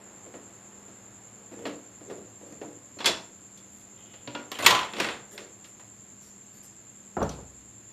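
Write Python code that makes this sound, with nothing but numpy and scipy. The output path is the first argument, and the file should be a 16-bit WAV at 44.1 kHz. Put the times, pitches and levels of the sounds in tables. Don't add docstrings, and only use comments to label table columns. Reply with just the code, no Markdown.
import sys
import numpy as np
from scipy import signal
from scipy.io import wavfile

SR = 44100
rng = np.random.default_rng(int(sys.argv[2]) if len(sys.argv) > 2 else 0)


def store_pcm(level_fs):
    pcm = np.round(np.clip(level_fs, -1, 1) * 32767).astype(np.int16)
    wavfile.write(sys.argv[1], SR, np.atleast_2d(pcm).T)


N = 349272
TIME = np.arange(N) / SR
BANDS_HZ = 31.25 * 2 ** (np.arange(28) / 3)


ZONES_HZ = [350, 1200, 3800, 10500]
FRAME_SPECTRUM = [(60, -20.5), (130, -4.5), (280, 8.5), (500, 8), (800, -2), (1400, -7.5), (2500, -1.5),
                  (4000, -1.5), (6000, -1.5), (10000, -4.5), (15000, -14.5)]
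TOOL_SPECTRUM = [(30, -28), (60, -14), (150, -2), (350, 5.5), (700, -1), (1400, -8), (2400, -10.5),
                 (3500, -11.5), (5000, -10), (7000, -7.5), (10000, -8), (15000, -14)]


def from_db(db):
    return 10 ** (np.asarray(db) / 20)


def rms_one(x):
    return x / np.sqrt(np.mean(x ** 2) + 1e-20)


def at_bands(points):
    hz, value = np.transpose(points)
    return np.interp(np.log(BANDS_HZ), np.log(hz), value)


def drift(rate):
    knots = rng.standard_normal(2000)
    return np.interp(TIME * rate, np.arange(len(knots)), knots)


def add(track, s, sound):
    start = int(s * SR)
    track[start:start + len(sound)] += sound[:N - start]


def noise_bank():
    white, edge = rng.standard_normal((2, N)), 2 ** (1 / 6)
    filters = [signal.butter(2, [hz / edge, hz * edge], "band", fs=SR, output="sos") for hz in BANDS_HZ]
    return np.array([signal.sosfilt(sos, white[k % 2]) for k, sos in enumerate(filters)])


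def band_decay(t60, length):
    t = TIME[:length]
    onset = (1 - np.exp(-2 * BANDS_HZ[:, None] * t)) ** 2
    return onset * np.exp(-np.log(1000) * t / t60[:, None])


def dense_modes(bank, envelope):
    length = envelope.shape[1]
    start = rng.integers(SR // 4, N - length)
    return bank[:, start:start + length] * envelope


def room_envelope(length):
    # frequency in Hz, T60 in seconds.
    room_t60 = [(80, 0.83), (300, 0.46), (1000, 0.42), (3500, 0.32), (7000, 0.33), (14000, 0.13)]
    return band_decay(at_bands(room_t60), length) * (1 - np.exp(-TIME[:length] / 0.014))


def reverberation(bank, dry):
    tail = dense_modes(bank, room_envelope(SR * 3 // 4)).sum(axis=0)
    return signal.fftconvolve(dry, tail / np.linalg.norm(tail))[:N]


def soft_top(x, cutoff_hz=13200):
    return signal.sosfilt(signal.ellip(8, .5, 60, cutoff_hz, fs=SR, output="sos"), x)


def contact(hz, bass, clack, sizzle):
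    return np.interp(np.log(hz), np.log(ZONES_HZ), [bass, 0, clack, sizzle])


def impacts(bank, rows, spectrum, gain_db, t60, bass_hold, room_db):
    out, length = np.zeros(N), SR * 3 // 5
    crack = from_db(-2) * band_decay(np.full(len(BANDS_HZ), 0.022), length)
    ring = band_decay(t60 * (BANDS_HZ / ZONES_HZ[1]) ** -bass_hold, length)
    room = from_db(room_db) * room_envelope(length)
    envelope = np.sqrt(crack ** 2 + ring ** 2 + room ** 2)
    for s, level_db, *touch in rows:
        strength = from_db(level_db + gain_db + contact(BANDS_HZ, *touch) + at_bands(spectrum))
        add(out, s, strength @ dense_modes(bank, envelope))
    return out


def ringing(rows, modes, gain_db, spread_db):
    out, t = np.zeros(N), TIME[:SR // 2]
    hz, mode_db, t60 = np.transpose(modes)
    cycles = hz[:, None] * t
    decay = np.exp(-np.log(1000) * t / t60[:, None])
    rings = np.sin(2 * np.pi * cycles) * (1 - np.exp(-2 * cycles)) * decay
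    for s, level_db, *touch in rows:
        scatter_db = spread_db * rng.standard_normal(len(hz))
        strength = from_db(level_db + gain_db + contact(hz, *touch) + mode_db + scatter_db)
        add(out, s, (strength * rng.choice([-1, 1], len(hz))) @ rings)
    return out


def friction(bank, strokes, spectrum, gain_db, slips_per_s, uneven_db, t60):
    slips = (rng.random(N) < slips_per_s / SR) * from_db(uneven_db * rng.standard_normal(N))
    slips *= rng.choice([-1, 1], N)
    out, envelope = np.zeros(N), band_decay(np.full(len(BANDS_HZ), t60), SR // 10)
    for start, end, level_db in strokes:
        response = from_db(at_bands(spectrum)) @ dense_modes(bank, envelope)
        force = slips[int(start * SR) - len(response):int(max(end, start + .01) * SR)]
        shake = rms_one(signal.fftconvolve(force, response, "valid"))
        add(out, start, from_db(level_db + gain_db) * shake * signal.windows.tukey(len(shake), .5))
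    return out


def room_air(bank):
    spectrum = [(25, -2), (55, -5.5), (85, -1), (112, 6), (140, -1.5), (200, 1.5), (300, 2.5), (420, -5),
                (1000, -10), (2600, -14), (5500, -22.5), (8000, -25), (12000, -26.5), (13500, -21),
                (15500, -58)]
    return from_db(-57) * rms_one(from_db(at_bands(spectrum)) @ bank)


def low_rush(bank):
    spectrum = [(40, -32), (100, -14.5), (350, 4.5), (1100, -1.5), (2500, -12), (5000, -28), (12000, -31.5)]
    rush = rms_one(from_db(at_bands(spectrum)) @ bank)[::-1]
    handling_db = 13.5 * np.exp(-((TIME - 4.93) / 0.8) ** 2)
    return from_db(-55 - 3 * TIME + handling_db) * rush


def fan_hum():
    # frequency in Hz, rms level in dB.
    tones = [(113, -66), (199.7, -61.5)]
    hum = np.zeros(N)
    for hz, level_db in tones:
        phase = 2 * np.pi * np.cumsum(hz + 1.69 * drift(8.8)) / SR
        hum += from_db(level_db) * rms_one(np.sin(phase) * (1 + 0.3015 * drift(3.5)))
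    return hum


def cricket(chirp_rates, start_turn, hz, glide_hz, strokes_per_s, wander_hz, level_db):
    turn = start_turn + np.cumsum(np.interp(TIME, *np.transpose(chirp_rates))) / SR
    chirp = np.maximum(np.cos(2 * np.pi * turn) + 0.627, 0)
    stroke = np.cumsum(strokes_per_s * (1 + 0.028 * drift(9.4))) / SR % 1
    pitch = hz + glide_hz * (.5 - stroke) + wander_hz * drift(150)
    wings = np.sin(np.pi * stroke) * np.sin(2 * np.pi * np.cumsum(pitch) / SR)
    return from_db(level_db) * rms_one(chirp * wings)


def high_trill():
    # time in seconds, chirps per second.
    near_rates = [(0, 10), (1.5, 9.96), (2, 10.08), (5, 10.08), (5.6, 10.3), (6.8, 10.3), (7.2, 10.02)]
    far_rates = [(0, 8.65), (7.9, 8.65)]
    near = cricket(near_rates, start_turn=0.7, hz=7290, glide_hz=707, strokes_per_s=109,
                   wander_hz=69.7, level_db=-59.5)
    far = cricket(far_rates, start_turn=0.36, hz=6710, glide_hz=894, strokes_per_s=99,
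                  wander_hz=110.5, level_db=-71)
    return near + far


def screw_turns():
    # time of the catch in seconds, its level in dB, its hardness in dB,
    # lead of the bite in seconds, grinding level in dB.
    turns = [(0.339, -38, 0, 0.075, -62), (1.654, -24.5, 6.5, 0.14, -39), (2.099, -33.5, 0.5, 0.091, -43.5),
             (2.614, -33.5, -1.5, 0.204, -44)]
    bass, clack, sizzle = -1.9, -17, -36.5
    bite_s, rest_s, grind_s, run_on_s = 0.037, 0.0071, 0.102, 0.129
    knocks, strokes = [], []
    for s, knock_db, hard_db, lead, grind_db in turns:
        bite = s - lead
        grind = bite + bite_s + rest_s
        knocks += [(bite, -46, bass, clack, sizzle),
                   (s, knock_db, bass - hard_db, clack + hard_db, sizzle),
                   (s + 0.011, knock_db - 9, 0.92, -27, -20)]
        strokes += [(bite, bite + bite_s, grind_db - 0.5),
                    (grind, grind + grind_s, grind_db),
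                    (s, s + run_on_s, grind_db - 5)]
    return knocks, strokes


def frame_knocks(bank, catches):
    strays = [(0.879, -49.5, -2, -11, -20), (4.137, -44, -10, -6, -41), (5.644, -45, -31, -3.5, -24),
              (5.796, -41, -13, -16.5, -22)]
    modes = [(297, 1.5, 0.71), (452, 3, 0.13), (688, -6, 0.33), (1686, -9, 0.27), (1895, -7, 0.28),
             (2697, -33, .3), (4172, -18, .22)]
    hits = catches + strays
    knocks = impacts(bank, hits, FRAME_SPECTRUM, gain_db=7.5, t60=0.14, bass_hold=0.18, room_db=-6)
    return knocks + ringing(hits, modes, gain_db=-11.5, spread_db=0)


def screw_grinding(bank, grinds):
    rubs = [(1.367, 1.428, -51.5), (2.955, 3.068, -44.5), (5.298, 5.467, -48)]
    body = [(100, -42), (220, 4), (320, 4), (520, 2), (750, -17.5), (1500, -23.5), (4000, -32.5),
            (12000, -41.5)]
    return friction(bank, grinds + rubs, body, gain_db=-3, slips_per_s=260, uneven_db=7, t60=0.051)


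def screwdriver(bank):
    clacks = [(3.004, -27, -11.5, 1.6, -32), (3.058, -17.5, -14, 12.3, -8.5), (3.071, -22, -2.5, 2, -26),
              (3.574, -57.5, -11, 13.6, 1), (3.807, -64, -3, 10, 6)]
    skids = [(2.988, -31.5, -17, 2, -29), (3.044, -18, -11.5, 6.5, -29)]
    tool_modes = [(652, 5, 0.35), (940, 0.5, 0.41), (2660, -10, 0.37), (3365, -1, 0.19), (3418, 0, 0.29),
                  (3475, -3.5, .33), (3900, -17, .18), (7270, 9.5, 0.2)]
    tip_modes = [(4250, -9, 0.068), (4260, -0.5, 0.097), (4480, -18, .04), (5200, -12, .04)]
    tool = impacts(bank, clacks, TOOL_SPECTRUM, gain_db=8.5, t60=0.17, bass_hold=0.17, room_db=-6.5)
    tool += ringing(clacks, tool_modes, gain_db=-17, spread_db=0)
    tip = impacts(bank, skids, TOOL_SPECTRUM, gain_db=6, t60=0.13, bass_hold=0.24, room_db=-1)
    tip += ringing(skids, tip_modes, gain_db=-9.5, spread_db=10)
    return tool + tip


def hand_brushes(bank):
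    brushes = [(3.7, 3.82, -67), (5.305, 5.368, -54.5), (5.633, 5.718, -64.5), (6.197, 6.316, -61),
               (6.523, 6.6, -62), (6.62, 6.672, -55.5)]
    skin = [(200, -23), (1500, 1), (5000, -5), (7500, 0), (9000, -6), (13000, -2), (15000, -22)]
    return friction(bank, brushes, skin, gain_db=0.5, slips_per_s=3500, uneven_db=4, t60=0.0067)


def trim_scraping(bank, creaks):
    rubs = [(3.921, 4.287, -57), (4.865, 5.177, -43.5)]
    body = [(40, -35), (100, -20), (300, 11), (1000, -2), (1500, -3), (3300, -6), (5500, -29.5),
            (8000, -19.5), (14000, -30)]
    return friction(bank, creaks + rubs, body, gain_db=-5.5, slips_per_s=600, uneven_db=2, t60=0.012)


def casing_bumps(bank):
    bumps = [(4.275, -31, -4, -1.5, -38), (4.347, -29, -6, -15.5, -31.5), (4.351, -20.5, -18, -12.5, -41.5),
             (4.39, -39, -3.5, -15.5, -30)]
    modes = [(124.4, 7, .35), (244, 10.5, .25), (293, 6.5, 0.47), (576, 1, 0.33), (964, -5, 0.27),
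             (1421, -4, 0.235), (1850, -7.5, 0.12), (2360, -6, 0.177), (2810, -2, 0.17), (3360, -8.5, 0.16)]
    knocks = impacts(bank, bumps, FRAME_SPECTRUM, gain_db=6, t60=0.062, bass_hold=0.26, room_db=-8)
    return knocks + ringing(bumps, modes, gain_db=-13, spread_db=4)


def straining(snap_s, lead, creak_db, rise_db_per_s=189.5):
    slips = snap_s - lead * 0.51 ** np.arange(4)
    ticks = [(t, -30.5, -2, -1, -14) for t in slips]
    creaks = [(start, end, creak_db - rise_db_per_s * (snap_s - (start + end) / 2))
              for start, end in zip(slips, [*slips[1:], snap_s])]
    return ticks, creaks


def flapping(snap_s, snap_db, touch, lasts, loss_db):
    dulling_db = np.array([0, -1.78, -5.5])
    slaps, rattles, t, k = [], [], snap_s, 0
    while t < snap_s + lasts and k < 10:
        gap = 0.0445 * 0.96 ** k
        level_db = snap_db - 0.5 - k * loss_db
        if k:
            slaps.append((t, level_db, *(np.array(touch) + k * dulling_db)))
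        slaps.append((t + 0.47 * gap, level_db - 7.5, -13, -13.5, -33.5))
        rattles.append((t, t + gap, level_db - 17.5))
        t, k = t + gap, k + 1
    return slaps, rattles


def prising():
    # time in seconds, level, bass, clack and sizzle in dB, straining time in seconds,
    # creak level in dB, flapping time in seconds, loss per flap in dB.
    snaps = [(4.6625, -7, -19.5, -2.5, -16, 0.146, -17.5, 0.19, 4),
             (5.0, -17.5, -11, -2, -9, 0.065, -36, 0.11, 1.86)]
    hits_by_end, strokes = [], []
    for s, level_db, *touch, lead, creak_db, lasts, loss_db in snaps:
        ticks, creaks = straining(s, lead, creak_db)
        double_crack = [(s, level_db, *touch), (s + 0.003, level_db - 1, *touch)]
        slaps, rattles = flapping(s, level_db, touch, lasts, loss_db)
        hits_by_end.append(ticks + double_crack + slaps)
        strokes += creaks + rattles
    return hits_by_end, strokes


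def trim_snaps(bank, first_hits, last_hits):
    first_end = [(30, -38), (60, -17), (150, -10), (350, 8), (650, 1.5), (1050, 1), (1500, -7.5),
                 (2200, -2.5), (3400, -0.5), (5000, -5), (7200, 0.5), (9000, -11), (14000, -1)]
    last_end = [(30, -28), (60, -16), (150, -4), (350, 7.5), (700, -1.5), (1200, -6.5), (1900, -3),
                (3500, -4), (5500, -11), (7500, -9.5), (10000, -18.5), (15000, -18)]
    modes = [(1018, 3, 0.3), (1131.5, 0.5, 0.17), (1150, -10.5, 0.19), (1341, 0.5, 0.2), (1930, -2.5, 0.22),
             (2168, -7.5, 0.47), (2230, -6, 0.36), (2900, -20, .2), (3140, -6, .2), (3350, -3, 0.22),
             (3661, -5, 0.15), (3990, -6, 0.2), (6245, -20, .22), (7125, 20, 0.058)]
    taps = [(5.378, -32.5, -25, 0, -7)]
    first = impacts(bank, first_hits, first_end, gain_db=8.5, t60=0.072, bass_hold=0.074, room_db=-8.5)
    first += ringing(first_hits, modes, gain_db=-17, spread_db=3)
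    last = impacts(bank, last_hits + taps, last_end, gain_db=7.5, t60=0.11, bass_hold=0.46, room_db=-6.5)
    return first + last


def table_thud(bank):
    landings = [(7.167, -18.5, -9, -35, -41), (7.204, -30, 4.5, -16, -46), (7.217, -19, -9, -29, -43),
                (7.225, -23, -7, -19, -27), (7.388, -41, -3, -29, -29)]
    tabletop = [(30, -24), (42, -10), (65, -3), (150, 6.5), (250, 5), (450, 8), (800, -1.5), (1300, -8),
                (2000, -17), (3500, -8), (6000, -10), (14000, -14)]
    modes = [(63, -1, 1), (87.2, 1.5, 0.58), (150, 2.5, 0.28), (201, 10.5, 0.31), (289, -1, 0.2)]
    thuds = impacts(bank, landings, tabletop, gain_db=12.5, t60=0.086, bass_hold=0.43, room_db=-8)
    return thuds + ringing(landings, modes, gain_db=-15, spread_db=2.5)


def loose_piece(bank):
    clinks = [(7.228, -45, -10, 4, -5), (7.293, -43, -10, 10.7, -5.5)]
    modes = [(2590, -21, 0.31), (3280, -24, 0.22), (4180, -18, 0.09), (4330, -15.5, 0.14), (5800, -2, .035),
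             (6000, -2, 0.054), (6400, 1, .035)]
    ticks = impacts(bank, clinks, TOOL_SPECTRUM, gain_db=11.5, t60=0.037, bass_hold=0.2, room_db=-5.5)
    return ticks + ringing(clinks, modes, gain_db=2, spread_db=2.5)


def scene():
    bank = noise_bank()
    catches, grinds = screw_turns()
    hits_by_end, creaks = prising()
    knocks = frame_knocks(bank, catches) + casing_bumps(bank) + screwdriver(bank)
    strip = trim_snaps(bank, *hits_by_end) + table_thud(bank)
    rubs = screw_grinding(bank, grinds) + trim_scraping(bank, creaks) + hand_brushes(bank)
    trill = high_trill()
    room = from_db(-5) * reverberation(bank, rubs) + from_db(5) * reverberation(bank, trill)
    mid = knocks + strip + loose_piece(bank) + trill
    mid += soft_top(rubs + room + room_air(bank) + low_rush(bank) + fan_hum())
    hiss = from_db(-69.5) * rms_one(soft_top(rng.standard_normal(N)))
    side = from_db(-68.5) * reverberation(bank, mid) + hiss
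    return np.array([mid + side, mid - side])


def record(dry):
    bass_cut = signal.butter(3, 46, "high", fs=SR, output="sos")
    top_cut = signal.cheby2(12, 72, 16000, fs=SR, output="sos")
    return signal.sosfilt(top_cut, signal.sosfilt(bass_cut, np.clip(dry, -1, 1)))


dry = scene()
out = record(dry)
store_pcm(out)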